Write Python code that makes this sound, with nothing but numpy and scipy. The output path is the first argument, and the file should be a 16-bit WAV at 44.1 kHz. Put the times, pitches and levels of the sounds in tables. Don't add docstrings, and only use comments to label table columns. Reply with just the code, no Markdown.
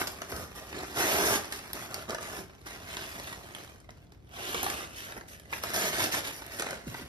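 import sys
import numpy as np
from scipy import signal
from scipy.fft import rfft, irfft, next_fast_len
from scipy.io import wavfile
from scipy.ndimage import uniform_filter1d, map_coordinates

SR = 44100
rng = np.random.default_rng(int(sys.argv[2]) if len(sys.argv) > 2 else 0)


def put_to_file(sound):
    columns = np.atleast_2d(sound).T
    safe = np.clip(columns, -1, 1)
    whole_steps = np.round(safe * 32767)
    wavfile.write(sys.argv[1], SR, whole_steps.astype(np.int16))


N = 312228

# start and length in seconds, effort in dB,
# then extra crinkle, extra sliding and extra panel body in dB.
GRIPS = [(-0.03, 0.04, -36.5, 2, 0.5, -1), (0.065, 0.01, -47.5, 10, -5, 2),
         (0.279, 0.15, -44, -0.5, -6, -1), (0.542, 0.048, -47, 0.5, -3, -1),
         (0.731, 0.104, -43, -9.5, -2, -0.5), (0.938, 0.42, -31.5, -0.5, 0.5, 0.25),
         (1.111, 0.035, -35, -2, 1, 4), (1.237, 0.087, -36, 5, -2, -0.5),
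         (1.502, 0.069, -47.5, 5.5, 3, -3.5), (1.731, 0.12, -46, -0.5, -1.5, 0),
         (1.889, 0.13, -47.5, -3, -1, 0.5), (2.076, 0.06, -41, -10.5, -6.5, 1.5),
         (2.189, 0.13, -46.5, 0.5, -0.5, 0), (2.314, 0.082, -46, 2, -2, 0.5),
         (2.654, 0.022, -48, 3, 2, -0.5), (2.684, 0.068, -51.5, -2, 3, -1),
         (2.862, 0.2, -48.5, -1, 4.5, -2.5), (3.058, 0.21, -52, 2, 4.5, -1),
         (3.259, 0.072, -51.5, 1.5, 5.5, 1), (3.546, 0.1, -54.5, 1, -0.5, -1.5),
         (4.113, 0.0095, -72.5, 9, 7, 2), (4.622, 0.09, -39.5, -4, -7, -2.5),
         (4.705, 0.13, -47, -1, 3.5, -1), (4.952, 0.1, -53.5, 11, 8, -22), (5.15, 0.032, -54, 3, -8, 8),
         (5.267, 0.084, -59.5, 10.5, 4.5, -3), (5.488, 0.023, -58, 4, 6, 3),
         (5.509, 0.074, -48.5, 5.5, 0.5, -1.5), (5.607, 0.13, -45.5, 1.5, 3.5, 0.5),
         (5.731, 0.038, -37, 6.5, 3, 2.5), (5.768, 0.12, -35.5, 2, 4, 0), (5.91, 0.12, -42, 3.5, 10, 0),
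         (5.972, 0.091, -36.5, 2, 3, 1), (6.111, 0.039, -37, 2.5, 7, -3),
         (6.155, 0.029, -38.5, 3, 4.5, 0.5), (6.231, 0.052, -51, 16, 23, -7),
         (6.313, 0.078, -56, 26, 2, -4), (6.5, 0.11, -52.5, 12, 3.5, 1), (6.575, 0.035, -48.5, 0, 2, -2),
         (6.609, 0.14, -43, -10, -2, 0), (6.854, 0.11, -53, 3.5, 2, -3.5), (6.959, 0.058, -53, 3, 5.5, 0.5)]
# time in seconds, effort in dB.
HOLDING = [(0, -49), (0.5, -56.5), (0.7, -51.5), (0.9, -48.5), (1.48, -50.5), (1.68, -51.5), (2.3, -61.5),
           (2.58, -65.5), (2.82, -52.5), (3.45, -54), (3.7, -58), (3.88, -73.5), (4.02, -68.5), (4.09, -77),
           (4.21, -79.5), (4.4, -53.5), (4.92, -54), (5.1, -49), (5.25, -67), (5.45, -65), (5.75, -48.5),
           (6.55, -53.5), (6.85, -58)]
# start in seconds, crack level and panel pop level in dB,
# crack pitch and panel pitch in Hz.
SNAPS = [(0.0111, -36, -33, 4500, 1770), (0.0147, -36, -25, 12400.0, 350), (0.072, -25.5, -46, 5140, 600),
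         (0.0767, -28, -36.5, 6360, 350), (0.119, -39, -48, 12000.0, 1630.0),
         (0.218, -32, -29.5, 6500, 1520), (0.299, -39, -58, 11400, 730), (0.3178, -36, -49, 5600.0, 1400),
         (0.3206, -42, -31, 4170, 397), (0.365, -33, -44, 9440.0, 991.0), (0.7277, -42, -35.5, 4350, 400),
         (0.788, -35, -46, 3940.0, 425), (1.0069, -33, -27, 5400, 1120), (1.2629, -27, -31, 3230.0, 786.0),
         (1.4447, -36, -37, 5240, 947.0), (1.4552, -37, -43, 5210.0, 969.0), (1.524, -28.5, -37, 4237, 640),
         (1.7322, -26.5, -41, 11700, 937.0), (1.911, -42.9, -39.4, 5830, 1060),
         (1.9432, -24, -34, 5460, 1310), (1.962, -45, -41, 5120.0, 1080.0), (2.096, -33, -39, 6500, 640),
         (2.106, -29, -38, 5740, 1010.0), (2.147, -29, -27.5, 6060, 673), (2.1836, -41, -35, 6000, 640),
         (2.2289, -36, -38, 6050, 1190), (2.4969, -60, -46, 5890.0, 744), (2.665, -52, -41, 6250, 1350.0),
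         (2.9689, -29, -34.5, 3630, 408), (3.0215, -40, -37, 4470, 388), (3.1982, -35.5, -43, 4400, 904.0),
         (3.3283, -49, -35.5, 3850.0, 1530), (3.549, -32, -38, 3360, 990),
         (3.802, -50.5, -56, 9840.0, 764.0), (3.89, -65, -38.5, 5490.0, 720),
         (3.906, -43.5, -51, 6000, 560.0), (4.1208, -54, -54, 5750, 386), (4.5452, -25.5, -25, 3430, 470),
         (4.6307, -20, -24, 11100, 710), (4.6429, -25.5, -31, 10400.0, 754.0),
         (4.6644, -35, -25.5, 3580, 797.0), (4.7001, -27, -27.5, 5560, 1390),
         (5.122, -38, -39, 3900, 1500.0), (5.1648, -51, -39.5, 11600.0, 530),
         (5.21, -43.5, -37.5, 4400, 1920), (5.3977, -44, -51, 10500, 517.0),
         (5.5265, -48, -30, 4230.0, 1900), (5.5322, -41, -26.5, 4230.0, 1700),
         (5.6365, -23.5, -28, 12300, 1390), (5.703, -34, -36, 6060, 388.0),
         (5.736, -31, -35, 11500, 1730.0), (5.762, -24, -29, 4480, 367), (6.0037, -22.0, -23, 3450, 785),
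         (6.0407, -21, -29, 6000, 656), (6.142, -38, -30, 5300, 1810.0), (6.272, -31, -53, 4470, 441.0),
         (6.42, -39, -38.5, 3930.0, 1540), (6.4646, -37.5, -44, 11800, 353),
         (6.5969, -24.5, -26, 6550, 1680), (6.606, -34, -30.5, 4640, 395),
         (6.622, -27.5, -28.5, 6530, 1940), (6.6665, -41, -29, 3870.0, 890),
         (6.708, -30.5, -35, 5750, 840.0), (6.7291, -45, -31, 4970, 547), (6.943, -41, -39, 4450.0, 1560),
         (6.946, -48, -36, 4450.0, 370)]
# start in seconds, length in seconds, level in dB.
PULLS = [(4.3, 0.57, -40), (4.913, 0.16, -51.5), (6.224, 0.114, -43.5)]
# start in seconds, level in dB, pitch in Hz where the paper settles.
BUMPS = [(0.325, -33, 67), (0.38, -33, 81), (0.415, -37, 143), (1.305, -27.5, 76), (1.353, -32, 126),
         (2.382, -36, 146.5), (3.907, -46, 77), (5.75, -34, 198), (5.826, -32, 157), (6.867, -30, 112),
         (6.908, -41, 136), (6.985, -40, 241), (7.012, -37.5, 143)]

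# frequency in Hz, relative level in dB.
CRINKLE_TONE = [(400, -65), (1500, 4.5), (3500, -12.5), (5500, 8.5), (7500, 0), (9500, 3.5), (12800, -0.5),
                (14200, -2.5), (16000, -79)]
SLIDE_TONE = [(300, -37), (1000, -8.5), (1900, 1), (2700, -2.5), (3500, -4), (5000, -8.5), (8000, -11.5),
              (16000, -38.5)]
BUNCHED_PANEL_TONE = [(70, -28), (180, -4.5), (290, -2.5), (390, 3), (480, -4.5), (620, 0.5), (760, -1),
                      (930, -6), (1200, -3), (1700, -6.5), (2600, -24.5), (5000, -41), (16000, -51)]
OPEN_PANEL_TONE = [(70, -32), (180, -4), (400, 2.5), (520, 0), (680, 3), (1080, -8.5), (1400, -3),
                   (1800, -2.5), (2700, -18.5), (5000, -39), (16000, -53)]
FLAP_TONE = [(25, -34.5), (60, -11), (110, -7.5), (200, -11.5), (320, -13), (800, -22), (3000, -94.5)]
CRACK_TONE = [(300, -32), (1500, 2.5), (3000, 8.5), (5500, 7.5), (8000, 7), (11000, 0.5), (13500, -7.5),
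              (16000, -21)]
POP_TONE = [(80, -22), (250, -7), (450, -2), (800, 1), (1800, 1), (3000, -8), (8000, -28), (16000, -50)]
SCRAPE_TONE = [(800, -49), (1900, -12), (2400, 3), (2950, 10), (3550, 4.5), (4400, -3), (5500, -7),
               (7000, -6), (11000, -29), (16000, -18)]
THUD_TONE = [(30, -47), (70, 13), (140, -26), (250, 2.5), (450, -6.5), (1200, -48), (5000, -61)]
WALL_TONE = [(100, -8.5), (1000, 1.5), (5000, 1), (9000, 1), (16000, 0.5)]
RUMBLE_TONE = [(20, -23), (45, -3), (72, 7.5), (110, 0), (200, -8), (400, -14.5), (1000, -28), (4000, -41),
               (16000, -56)]

# time in seconds, lag at the left microphone in ms.
LEFT_LAG = [(0, .15), (1.2, 0.21), (1.8, 0.16), (2.3, 0.2), (3, .22), (3.8, 0.21), (4.4, 0.25), (5.2, 0.27),
            (5.7, 0.19), (6.2, 0.2), (7, 0.16)]
# frequency in Hz, seconds to fall by 60 dB.
ROOM_T60 = [(100, 0.5), (500, 0.59), (2000, 0.32), (6000, 0.36), (15000, 0.23)]
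# frequency in Hz, left-right correlation.
DIFFUSE_LIKENESS = [(100, 0.98), (300, 0.57), (600, 0), (1200, 0.18), (16000, 0.51)]
# frequency in Hz, gain of side over middle in dB.
STEREO_WIDTH = [(100, 5), (1000, -1.5), (2200, 0.5), (3500, 0), (5500, -0.5), (8000, 14.5), (10000, -5.5),
                (11500, -9), (13000, -15), (15000, 39)]

# level in dB at the usual effort, dB gained per dB of effort.
FLAP_LAW, PANEL_LAW, SLIDE_LAW, CRINKLE_LAW = (-49.5, 0.51), (-42, 0.91), (-42.5, 0.88), (-46.5, 1.12)
USUAL_EFFORT_DB = -42


def rustle():
    effort_db, crisp_db, slip_db, body_db = handling()
    laws = FLAP_LAW, PANEL_LAW, SLIDE_LAW, CRINKLE_LAW
    flap_db, panel_db, slide_db, crinkle_db = [
        db + slope * (effort_db - USUAL_EFFORT_DB) for db, slope in laws]
    energy = creases(crinkle_db + crisp_db, per_s=620, crowding=0.75, scatter_db=2.3)
    crinkle = amp(crinkle_db + crisp_db) * coloured(shiver(energy, t60=0.005, steady=0.52), CRINKLE_TONE)
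    sliding = amp(slide_db + slip_db) * coloured(shiver(energy, t60=0.01, steady=0.42), SLIDE_TONE)
    panels = amp(panel_db + body_db) * panel_ring(shiver(energy, t60=0.014, steady=0.34))
    flapping = amp(flap_db + body_db) * coloured(shiver(energy, t60=0.078, steady=0.62), FLAP_TONE)
    body = dappled(panels + flapping, depth_db=3.2, width_bins=1.2, life_frames=5)
    return body + dappled(crinkle + sliding, depth_db=5.0, width_bins=0.54, life_frames=6.5)


def handling(pull_shake_db=-1.8, sag_db_per_s=-2, release_db_per_s=294.5):
    power = amp(over_time(HOLDING)) ** 2 + (amp(pull_shake_db) * pulls()) ** 2
    colour = np.zeros((3, N))
    for start, length, db, *extra_db in GRIPS:
        age = np.maximum(np.arange(N) / SR - start, 0)
        attack_s = 0.0079 + 0.12 * length
        fall_db = sag_db_per_s * age + release_db_per_s * np.maximum(age - length, 0)
        grip = (np.minimum(age / attack_s, 1) * amp(db - fall_db)) ** 2
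        power = power + grip
        colour = colour + np.outer(extra_db, grip)
    return 10 * np.log10(power), *(colour / power)


def creases(level_db, per_s, crowding, scatter_db, patches=3):
    density = per_s * amp(crowding * (level_db - level_db.mean()))
    buckles = rng.random((patches, N)) < density / (SR * patches)
    return buckles * amp(scatter_db * np.minimum(rng.exponential(size=(patches, N)), 4)) ** 2


def shiver(energy, t60, steady, window=2205):
    keep = amp(-60 / (t60 * SR)) ** 2
    power = signal.lfilter([1 - keep], [1, -keep], energy)
    local_mean = uniform_filter1d(uniform_filter1d(power.sum(0), window), window)
    power = (1 - steady) * power / (np.abs(local_mean) + 1e-9) + steady / len(energy)
    return np.sqrt(power) * rng.standard_normal(energy.shape)


def panel_ring(kicks, opens_at_s=4.9, opening_s=0.3):
    opened = np.clip((np.arange(N) / SR - opens_at_s) / opening_s, 0, 1)
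    return (1 - opened) * coloured(kicks, BUNCHED_PANEL_TONE) + opened * coloured(kicks, OPEN_PANEL_TONE)


def dappled(x, depth_db, width_bins, life_frames, size=256):
    spectra = signal.stft(x, nperseg=size)[2]
    field = rng.standard_normal(spectra.shape)
    for axis, reach in ((-2, width_bins), (-1, life_frames)):
        keep = np.exp(-1 / reach)
        field = signal.lfilter([1 - keep], [1, -keep], field, axis=axis)
    gain = unit(amp(depth_db * np.clip(unit(field), -2, 2)))
    return signal.istft(spectra * gain, nperseg=size)[1][:, :N]


def snaps(tick_db=5):
    starts, crack_db, pop_db, crack_hz, panel_hz = np.transpose(SNAPS)
    cracks = bursts(starts, crack_db - 4.5, t60=0.004, attack_s=0.0003, hold_s=0.0014)
    for start, db in zip(starts, crack_db):
        cracks[round(start * SR)] += amp(db + tick_db)
    pops = bursts(starts, pop_db - 1, t60=0.009, attack_s=0.0012, hold_s=0.003)
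    crease_rings = rings(starts, crack_db + 4, crack_hz, life_cycles=2.6)
    panel_rings = rings(starts, pop_db + 1, panel_hz, life_cycles=1.4)
    noise = coloured(cracks, CRACK_TONE) + coloured(pops, POP_TONE)
    return crease_rings + panel_rings + dappled(noise, depth_db=2.8, width_bins=15, life_frames=1)


def rings(starts, levels_db, pitches_hz, life_cycles, rise_cycles=0.097, pitch_scatter=0.025):
    out, t = np.zeros(N + SR), np.arange(SR // 20) / SR
    for start, db, hz in zip(starts, levels_db, pitches_hz):
        cycles = hz * np.exp(pitch_scatter * rng.standard_normal()) * t
        shape = np.exp(-cycles / life_cycles) * (1 - np.exp(-cycles / rise_cycles))
        out[round(start * SR):][:len(t)] += amp(db) * shape * np.sin(2 * np.pi * cycles)
    return out[:N]


def bursts(starts, levels_db, t60, attack_s, hold_s=0):
    out, t = np.zeros(N + SR), np.arange(SR // 4) / SR
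    for start, db in zip(starts, levels_db):
        shape = amp(db - 60 * np.maximum(t - hold_s, 0) / t60) * (1 - np.exp(-t / attack_s))
        out[round(start * SR):][:len(t)] += shape * rng.standard_normal(len(t))
    return out[:N]


def scrape(trim_db=-1):
    slips = creases(np.zeros(N), per_s=500, crowding=0, scatter_db=18.0)
    hiss = coloured(shiver(slips, t60=0.019, steady=0.76), SCRAPE_TONE)
    return amp(trim_db) * pulls() * dappled(hiss, depth_db=3.5, width_bins=4, life_frames=12)


def pulls():
    t = np.arange(N) / SR
    return sum(amp(db) * np.sin(np.pi * np.clip((t - start) / length, 0, 1))
               for start, length, db in PULLS)


def bumps(tension=2.5, relax_s=0.00807, note_t60=0.19, swell_s=0.008):
    notes, t = np.zeros(N + SR), np.arange(SR // 4) / SR
    shape = amp(-60 * t / note_t60) * (1 - np.exp(-t / swell_s))
    for start, db, hz in BUMPS:
        phase = 2 * np.pi * np.cumsum(hz * (1 + tension * np.exp(-t / relax_s))) / SR
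        notes[round(start * SR):][:len(t)] += amp(db) * shape * np.sin(phase)
    starts, levels_db, _ = np.transpose(BUMPS)
    thuds = bursts(starts, levels_db - 7.5, t60=0.12, attack_s=0.00082)
    return notes[:N] + coloured(thuds, THUD_TONE)


def microphones(patches, spacing_ms):
    lag_ms = over_time(LEFT_LAG)
    offsets_ms = (np.arange(len(patches)) - (len(patches) - 1) / 2) * spacing_ms
    left = sum(map_coordinates(patch, [np.arange(N) - (lag_ms + offset) * SR / 1000], order=3)
               for patch, offset in zip(patches, offsets_ms))
    return np.array([left * amp(-0.62), patches.sum(0) * amp(0.83)])


def living_room(x, hop=8192):
    out = np.zeros((2, N + 2 * SR))
    x = np.pad(coloured(x, WALL_TONE), ((0, 0), (hop, 2 * hop)))
    for start in range(0, N + hop, hop):
        piece = x[:, start:start + 2 * hop] * np.sin(np.linspace(0, np.pi, 2 * hop))
        echo = signal.fftconvolve(piece, reflections(), axes=1)
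        out[:, start:start + echo.shape[1]] += echo
    return out[:, hop:hop + N]


def reflections(early_db=-9, early_t60=0.03, tail_db=-9.5, count=12288):
    hz, frame_s, spectra = signal.stft(diffuse(count), SR, nperseg=256)
    decay = amp(-60 * frame_s / along(ROOM_T60, hz)[:, None])
    t = np.arange(count) / SR
    tail = signal.istft(spectra * decay, SR, nperseg=256)[1] * (t > 0.005)
    early = diffuse(count) * amp(-60 * t / early_t60) * (t > 0.001)
    return amp(early_db) * early / np.linalg.norm(early[0]) + amp(tail_db) * tail / np.linalg.norm(tail[0])


def room_tone():
    return amp(-52.5) * coloured(diffuse(N), RUMBLE_TONE)


def diffuse(count):
    turn = np.arccos(along(DIFFUSE_LIKENESS, np.fft.rfftfreq(count, 1 / SR))) / 2
    mid, side = irfft(rfft(rng.standard_normal((2, count))) * [np.cos(turn), np.sin(turn)], count)
    return np.array([mid + side, mid - side])


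def coloured(x, tone, size=2048):
    gain = unit(amp(along(tone, np.fft.rfftfreq(size, 1 / SR))))
    cepstrum = irfft(np.log(gain))
    cepstrum[1:size // 2] *= 2
    cepstrum[size // 2 + 1:] = 0
    impulse = irfft(np.exp(rfft(cepstrum)))
    return signal.oaconvolve(np.atleast_2d(x), impulse[None], axes=1)[:, :N]


def along(points, hz):
    point_hz, values = np.transpose(points)
    return np.interp(np.log(hz + 1), np.log(point_hz + 1), values)


def over_time(points):
    return np.interp(np.arange(N) / SR, *np.transpose(points))


def amp(db):
    return 10 ** (np.asarray(db) / 20)


def unit(x):
    return x / np.sqrt(np.mean(x ** 2) + 1e-20)


def scene():
    swarms = rustle() + scrape()
    hits = snaps() + bumps()
    direct = microphones(swarms, spacing_ms=0.058) + microphones(hits, spacing_ms=0)
    echo = living_room(swarms.sum(0) + amp(3.0) * hits[0])
    return direct + echo + room_tone()


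def record(dry, top_hz=15900):
    size = next_fast_len(N + SR // 2)
    hz = np.fft.rfftfreq(size, 1 / SR)
    left, right = rfft(dry, size) * (hz < top_hz)
    spread = amp(along(STEREO_WIDTH, hz) / 2)
    mid, side = (left + right) / 2 / spread, (left - right) / 2 * spread
    return irfft([mid + side, mid - side], size)[:, :N]


dry = scene()
out = record(dry)
put_to_file(out)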